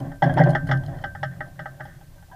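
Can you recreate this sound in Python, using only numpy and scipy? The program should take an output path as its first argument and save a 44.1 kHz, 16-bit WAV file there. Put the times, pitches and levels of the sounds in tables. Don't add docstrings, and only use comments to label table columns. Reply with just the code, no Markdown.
import sys
import numpy as np
from scipy import signal
from scipy.fft import rfft, irfft
from scipy.io import wavfile
from scipy.ndimage import uniform_filter1d

SR = 44100
rng = np.random.default_rng(int(sys.argv[2]) if len(sys.argv) > 2 else 0)


def makeup_ratio(level_db):
    decades = np.asarray(level_db, float) / 20
    return 10 ** decades


def wrap_up_sound(samples):
    columns = np.atleast_2d(samples).T
    tamed = np.clip(columns, -1, 1)
    steps = np.round(tamed * 32767).astype(np.int16)
    wavfile.write(sys.argv[1], SR, steps)


N = 103635
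T = np.arange(N) / SR
RING_HZ = 1562

# f/Hz, level/dB, t60/s
SPAR_MODES = [(617.8, -6, 0.11), (716, -47, 0.49), (803.6, 3, 0.056), (1191, -16, 0.12), (1296, -10, 0.1),
              (1450, -15, 0.13), (1659, 1, 0.025), (1765, -13, 0.16), (1897, -3.5, 0.059),
              (2958, -29, 0.11), (3146, -16.5, 0.03), (3426, -22, 0.034), (4790, -34.5, 0.05),
              (5330, -33, 0.089)]
# f/Hz, width/Hz, level/dB
HULL_RESONANCES = [(249.3, 30.6, -2.5), (346, 48, -2.5), (580, 46, 2), (622.2, 57, 2.5), (686.3, 63, -1),
                   (779, 55, -0.5), (966, 210, -7.5), (1277, 130, -16.5), (1586, 230, -8), (1788, 95, -9),
                   (1956, 98, -15), (3306, 200, -24), (5700, 550, -37)]
# t/s, level/dB
ROCKING = [
    (0.1, 4.5),
    (.4, 9),
    (.9, 8),
    (1.3, -0.5),
    (2.35, 0.5),
]


def level(x, db):
    return x * makeup_ratio(db) / np.sqrt(np.mean(x ** 2))


def curve(table):
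    return makeup_ratio(np.interp(T, *np.array(table, float).T))


def sine(hz, t):
    return np.sin(2 * np.pi * hz * t)


def fade(t, t60):
    return makeup_ratio(-60 * t / t60)


def body(x, peaks, bright_db=0, above_hz=1000):
    out = 0
    for hz, width, db in peaks:
        b, a = signal.iirpeak(hz, hz / width, SR)
        ringing = signal.lfilter(b, a, signal.lfilter(b, a, x))
        gain = makeup_ratio(db + bright_db * (hz > above_hz)) / np.sqrt(width)
        out = out + gain * ringing
    return out


def coloured(points):
    hz, db = np.array(points, float).T
    f = np.maximum(np.fft.rfftfreq(N, 1 / SR), 1)
    edge = np.minimum(f / hz[0], 1) ** 2 * np.minimum(hz[-1] / f, 1) ** 2
    gain = makeup_ratio(np.interp(np.log(f), np.log(hz), db)) * edge
    return irfft(rfft(rng.standard_normal(N)) * gain, N)


def walk(rate):
    k = int(SR / rate)
    w = uniform_filter1d(uniform_filter1d(rng.standard_normal(N), k), k)
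    return (w - w.mean()) / w.std()


def add(out, s, x):
    i = int(s * SR)
    out[i:i + len(x)] += x[:N - i]


def taps():
    # t/s, peak level/dB, long ring/dB, brightness/dB, crack/dB
    struck = [(0.116, -28.5, -1.5, -4, -3.5), (0.2213, -5, -4, -25, -7), (0.379, -5, -20, -8.5, -5.5),
              (0.55, -12.5, 2, 4.5, 3.5), (0.67, -32, 11, -1.5, -11), (0.69, -26, -9, 8.5, 9.5),
              (0.713, -9, 1.5, 4, 5), (0.835, -30, -15, -8, -1), (0.889, -34.5, -1, -13, 0),
              (1.039, -17, 5, 1.5, 2), (1.15, -25, -1, 0, -4), (1.2303, -14, -1, 3.5, 5),
              (1.406, -21, 1, 2.5, -4), (1.592, -21, -1.5, 2, 0.5), (1.657, -21, -2, 1, -5),
              (1.798, -27, 0, -34, -8), (1.806, -24.5, 1.5, 3.5, -3), (1.853, -27.5, -18, -8.5, -1.5),
              (2.011, -38.5, -1.5, -8, 0.5), (2.182, -60.5, 21.5, 3, 0), (2.225, -39.5, -5, -4.5, 2),
              (2.322, -36, 1, -10, -15)]
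    # t/s, peak level/dB, long ring/dB, brightness/dB
    brushes = [
        (0.34, -42, 21.5, -9.5),
        (0.436, -34.5, 25.5, -2.5),
        (.969, -51, 19, 2),
        (.985, -46.5, -18, 12),
    ]
    # f/Hz, width/Hz, level/dB
    crack_peaks = [(3204, 420, 5), (4160, 770, -5), (5505, 160, -7.5), (6230, 730, -12.5)]
    contact_s, choke_t60_s, ring_t60_s = 0.0005, 0.03, 0.3
    ring_base_db, partner_hz, partner_db = -8.5, 1579, -17
    tail_t60_s, tail_db, crack_t60_s, crack_base_db = 0.11, -3, 0.088, 9.5
    out, t = np.zeros(N), T[:SR // 2]
    rows = struck + [(*row, row[-1]) for row in brushes]
    for s, db, ring_db, bright_db, crack_db in rows:
        modes = 0
        for hz, mode_db, t60 in SPAR_MODES:
            lift_db = crack_db if hz > 2500 else bright_db if hz > 1000 else 0
            scatter, detune = rng.standard_normal(2)
            gain = makeup_ratio(mode_db + 2 * scatter + lift_db)
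            modes = modes + gain * sine(hz * (1 + 0.0052 * detune), t) * fade(t, t60)

        free_s = min([row[0] - s for row in rows if row[0] > s], default=1)
        choke = fade(np.maximum(t - free_s, 0), choke_t60_s)
        pair = sine(RING_HZ, t) + makeup_ratio(partner_db) * sine(partner_hz, t)
        ring = makeup_ratio(ring_base_db + ring_db) * pair * fade(t, ring_t60_s) * choke
        contact = (1 - np.exp(-t / contact_s)) ** 2 / 2

        grit = rng.standard_normal(len(t))
        tail = body(grit * fade(t, tail_t60_s), HULL_RESONANCES[2:-2], bright_db + 17.5)
        impact = makeup_ratio(14) * (t == 0)
        crack = body((grit + impact) * fade(t, crack_t60_s), crack_peaks)
        x = (modes + ring) * contact + makeup_ratio(tail_db) * 10 * tail
        add(out, s, makeup_ratio(db) * (x + makeup_ratio(crack_base_db + crack_db) * crack))
    return out


def knocks():
    # t/s, peak level/dB, f/Hz, t60/s, upper modes/dB
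    gear = [(.2245, -3, 788, 0.034, -13.5), (.232, -15, 732, 0.05, -2), (.241, -11, 773, 0.038, -6),
            (.255, -20, 694, 0.085, -6), (.272, -18.5, 646, 0.058, -18), (.295, -18, 746, 0.079, -9.5),
            (.325, -29.5, 630, 0.033, -8), (.374, -1.5, 910, 0.013, -13), (.386, -3.5, 882, 0.019, -8),
            (.393, -14, 630, 0.028, -6), (.401, -6.5, 579, 0.038, -14.5), (.407, -11, 772, 0.08, -25),
            (.412, -19.5, 1906, 0.079, -11), (.415, -6, 619, 0.033, -18), (.46, -16, 734, 0.033, -19),
            (.469, -21, 575, 0.12, -19.5), (.476, -31.5, 764, 0.1, -17), (.532, -21, 763, 0.053, -16),
            (.882, -31.5, 684, 0.089, -11.5), (.945, -41.5, 710, 0.083, -6.5), (1.74, -49.5, 684, 0.11, -7),
            (2.16, -50.5, 980, 0.13, -17), (2.285, -51, 730, 0.079, -14), (2.3, -46, 846, .07, -18),
            (2.314, -35, 987, 0.14, -17), (2.331, -39, 760, 0.21, -18), (2.338, -41, 1010, 0.029, -20)]
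    rise_s, spread, scatter_db = 0.0015, 0.03, 4
    out, t = np.zeros(N), T[:SR // 8]
    upper = np.array([mode for mode in SPAR_MODES if mode[0] > 1000])
    for s, db, hz, t60, upper_db in gear:
        detune, scatter = rng.standard_normal((2, len(upper)))
        pair = sine(hz, t) + 0.5 * sine(hz * (1 + 3 * spread * detune[0]), t)
        gains = makeup_ratio(upper_db + upper[:, 1] + scatter_db * scatter)
        upper_hz = upper[:, 0] * (1 + spread * detune)
        x = pair + gains @ sine(upper_hz[:, None], t)
        add(out, s, makeup_ratio(db) * x * fade(t, t60) * (1 - np.exp(-t / rise_s)))
    return out


def clamp(x):
    # f/Hz, width/Hz
    dead_bands = [(430, 98), (1040, 243), (2450, 640)]
    for hz, width in dead_bands:
        b, a = signal.iirnotch(hz, hz / width, SR)
        x = signal.lfilter(b, a, x)
    return x


def bursts(events, peaks, length, hit_db, above_hz):
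    out, t = np.zeros(N), T[:length]
    for s, db, t60, bright_db in events:
        size = rng.exponential(size=length // 128 + 1)
        unevenness = makeup_ratio(2 * (np.repeat(size, 128)[:length] - 1))
        grit = rng.standard_normal(length) * unevenness * fade(t, t60)
        grit[0] += makeup_ratio(hit_db)
        add(out, s, makeup_ratio(db + 30) * body(grit, peaks, bright_db, above_hz))
    return out


def blows():
    # t/s, level/dB, t60/s, brightness/dB
    rattles = [(.001, -26.5, 0.39, -14), (.224, -10.5, 0.11, -2.5), (.258, -15.5, 0.38, -1),
               (.368, -9, 0.15, -3.5), (.385, -15, 0.51, 0.5), (.46, -14.5, 0.39, -6),
               (.685, -17, 0.29, -24), (.89, -35, 0.37, -19), (1.31, -45, 0.32, 14.5),
               (1.556, -49, 0.26, 10), (1.87, -47.5, 0.51, 17), (2.14, -59, 0.39, 1),
               (2.303, -51, 0.15, -5)]
    return bursts(rattles, HULL_RESONANCES, SR // 2, hit_db=14, above_hz=1000)


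def mount():
    # t/s, lower mode level/dB, upper mode level/dB, two bracket mode levels/dB
    jolts = [(.003, -28, -50, -29.5, -48), (0.059, -24.5, -26.5, -28, -54), (.222, -19, -14.5, -24, -36),
             (.252, -15, -14, -25, -30), (0.359, -16.5, -51, -30.5, -18.5), (.394, -13.5, -6, -18.5, -16),
             (.432, -13.5, -18.5, -27, -23), (0.478, -22.5, -8, -29.5, -29),
             (0.544, -35, -46, -38.5, -26.5), (.63, -18, -24, -33, -49), (.685, -14.5, -27, -31.5, -54),
             (.715, -16, -27, -43, -52), (0.746, -16, -27.5, -38.5, -33), (0.876, -19.5, -33.5, -39, -46.5),
             (1.038, -35.5, -45, -46, -47), (1.2, -27, -44, -58, -68), (1.25, -27, -37, -49, -56),
             (1.387, -33.5, -39, -47, -45.5), (1.6, -35.5, -35.5, -49.5, -45.5),
             (1.801, -30, -47.5, -49.5, -44.5), (1.951, -42, -46, -79, -55.5)]
    # f/Hz, t60/s
    modes = [(134, .35), (161, 0.28), (276, 0.43), (355, 0.17)]
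    rise_s = 0.0081
    out, t = np.zeros(N), T[:SR]
    for s, *dbs in jolts:
        for sign, db, (hz, t60) in zip((1, -1, 1, -1), dbs, modes):
            x = sine(hz, t) * fade(t, t60) * (1 - np.exp(-t / rise_s))
            add(out, s, sign * makeup_ratio(db) * x)
    return out


def ticks():
    # t/s, level/dB, t60/s, level above 8 kHz/dB
    small_hits = [(.001, -45, 0.027, 5), (.155, -66, 0.076, 15), (.236, -38.5, 0.064, -4),
                  (.339, -46, 0.049, 4), (.399, -37.5, 0.012, 1.5), (.437, -35, 0.03, -12),
                  (.49, -45.5, 0.045, 2), (.503, -38.5, 0.061, 0.5), (.67, -46, 0.079, 4),
                  (.772, -49, .04, -2), (.836, -50, 0.033, -13), (.862, -53.5, .05, -8),
                  (.877, -54, 0.025, 1), (.969, -54, .03, -8), (.984, -51, 0.023, -2),
                  (1.014, -55.5, 0.097, -6), (1.48, -64, 0.068, 13), (1.84, -64, .08, 16),
                  (2.09, -78, 0.038, 4)]
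    # f/Hz, width/Hz, level/dB
    shell = [(3110, 240, 9), (4400, 540, 6.5), (5000, 910, 7), (6040, 1200, -0.5), (9570, 890, 1.5),
             (13000, 2200, -8)]
    return bursts(small_hits, shell, SR // 8, hit_db=4, above_hz=8000)


def shaking():
    # t/s, level/dB
    trembling = [
        (0.0, -35),
        (.2, -64),
        (0.33, -35.5),
        (.6, -49.5),
        (.95, -45),
        (1.15, -54.5),
        (1.55, -54.5),
        (1.9, -59.5),
        (2.35, -67.5),
    ]
    # t/s, level/dB
    swaying = [
        (0, -34),
        (.17, -65),
        (.33, -41),
        (.9, -42),
        (1.12, -50.5),
        (1.3, -47),
        (1.55, -52.5),
        (1.85, -56),
        (2.35, -62),
    ]
    # f/Hz, width/Hz, level/dB
    sway_peaks = [(95, 8.5, -9), (133.8, 26, -4.5), (160, 16, -6.5)]
    hull_noise = rng.standard_normal(N) * makeup_ratio(3.5 * walk(20))
    sway_noise = rng.standard_normal(N) * makeup_ratio(0.52 * walk(48))
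    hull = level(body(hull_noise, HULL_RESONANCES + [(RING_HZ, 16, -9)], -1), 1)
    sway = level(body(sway_noise, sway_peaks), 9)
    return hull * curve(trembling) + sway * curve(swaying)


def water_rumble():
    # f/Hz, level/dB per Hz
    spectrum = [(20, 4), (45, -3), (70, -0.5), (100, -6), (165, -13), (200, -25.5), (300, -18.5),
                (400, -28.5)]
    rumble = level(coloured(spectrum), -49.5) * makeup_ratio(0.53 * walk(5.3))
    swell = level(body(rng.standard_normal(N), [(28.1, 14, 0)]), -59)
    return (rumble + swell) * curve(ROCKING)


def recorder_hiss():
    # f/Hz, level/dB per Hz
    spectrum = [(200, -11), (260, -16.5), (438, -10.5), (896, -11), (937, -7.5), (1290, -10.5),
                (2480, -14.5), (2720, -14), (15200, -17.5)]
    return level(coloured(spectrum), -61) + makeup_ratio(-75) * sine(13950, T)


def side_noise():
    broad = coloured([(300, -7.0), (4000, -5), (9000, -3.5), (14000, -6.5)])
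    low = coloured([(30, 2.5), (70, 14), (300, -44.5)])
    return level(broad, -77) + level(low, -68)


def scene():
    mid = clamp(taps() + knocks()) + blows() + mount() + ticks() + shaking()
    mid = mid + water_rumble() + recorder_hiss()
    side = side_noise() + makeup_ratio(-48) * mid * walk(40)
    return np.array([mid + side, mid - side])


def band_limit(x):
    return signal.sosfilt(signal.butter(12, 15310, fs=SR, output="sos"), x)


def record(dry):
    low_pass = signal.ellip(10, 0.2, 80, 15300, fs=SR, output="sos")
    mix = signal.sosfilt(low_pass, dry)
    return band_limit(mix)


dry = scene()
out = record(dry)
wrap_up_sound(out)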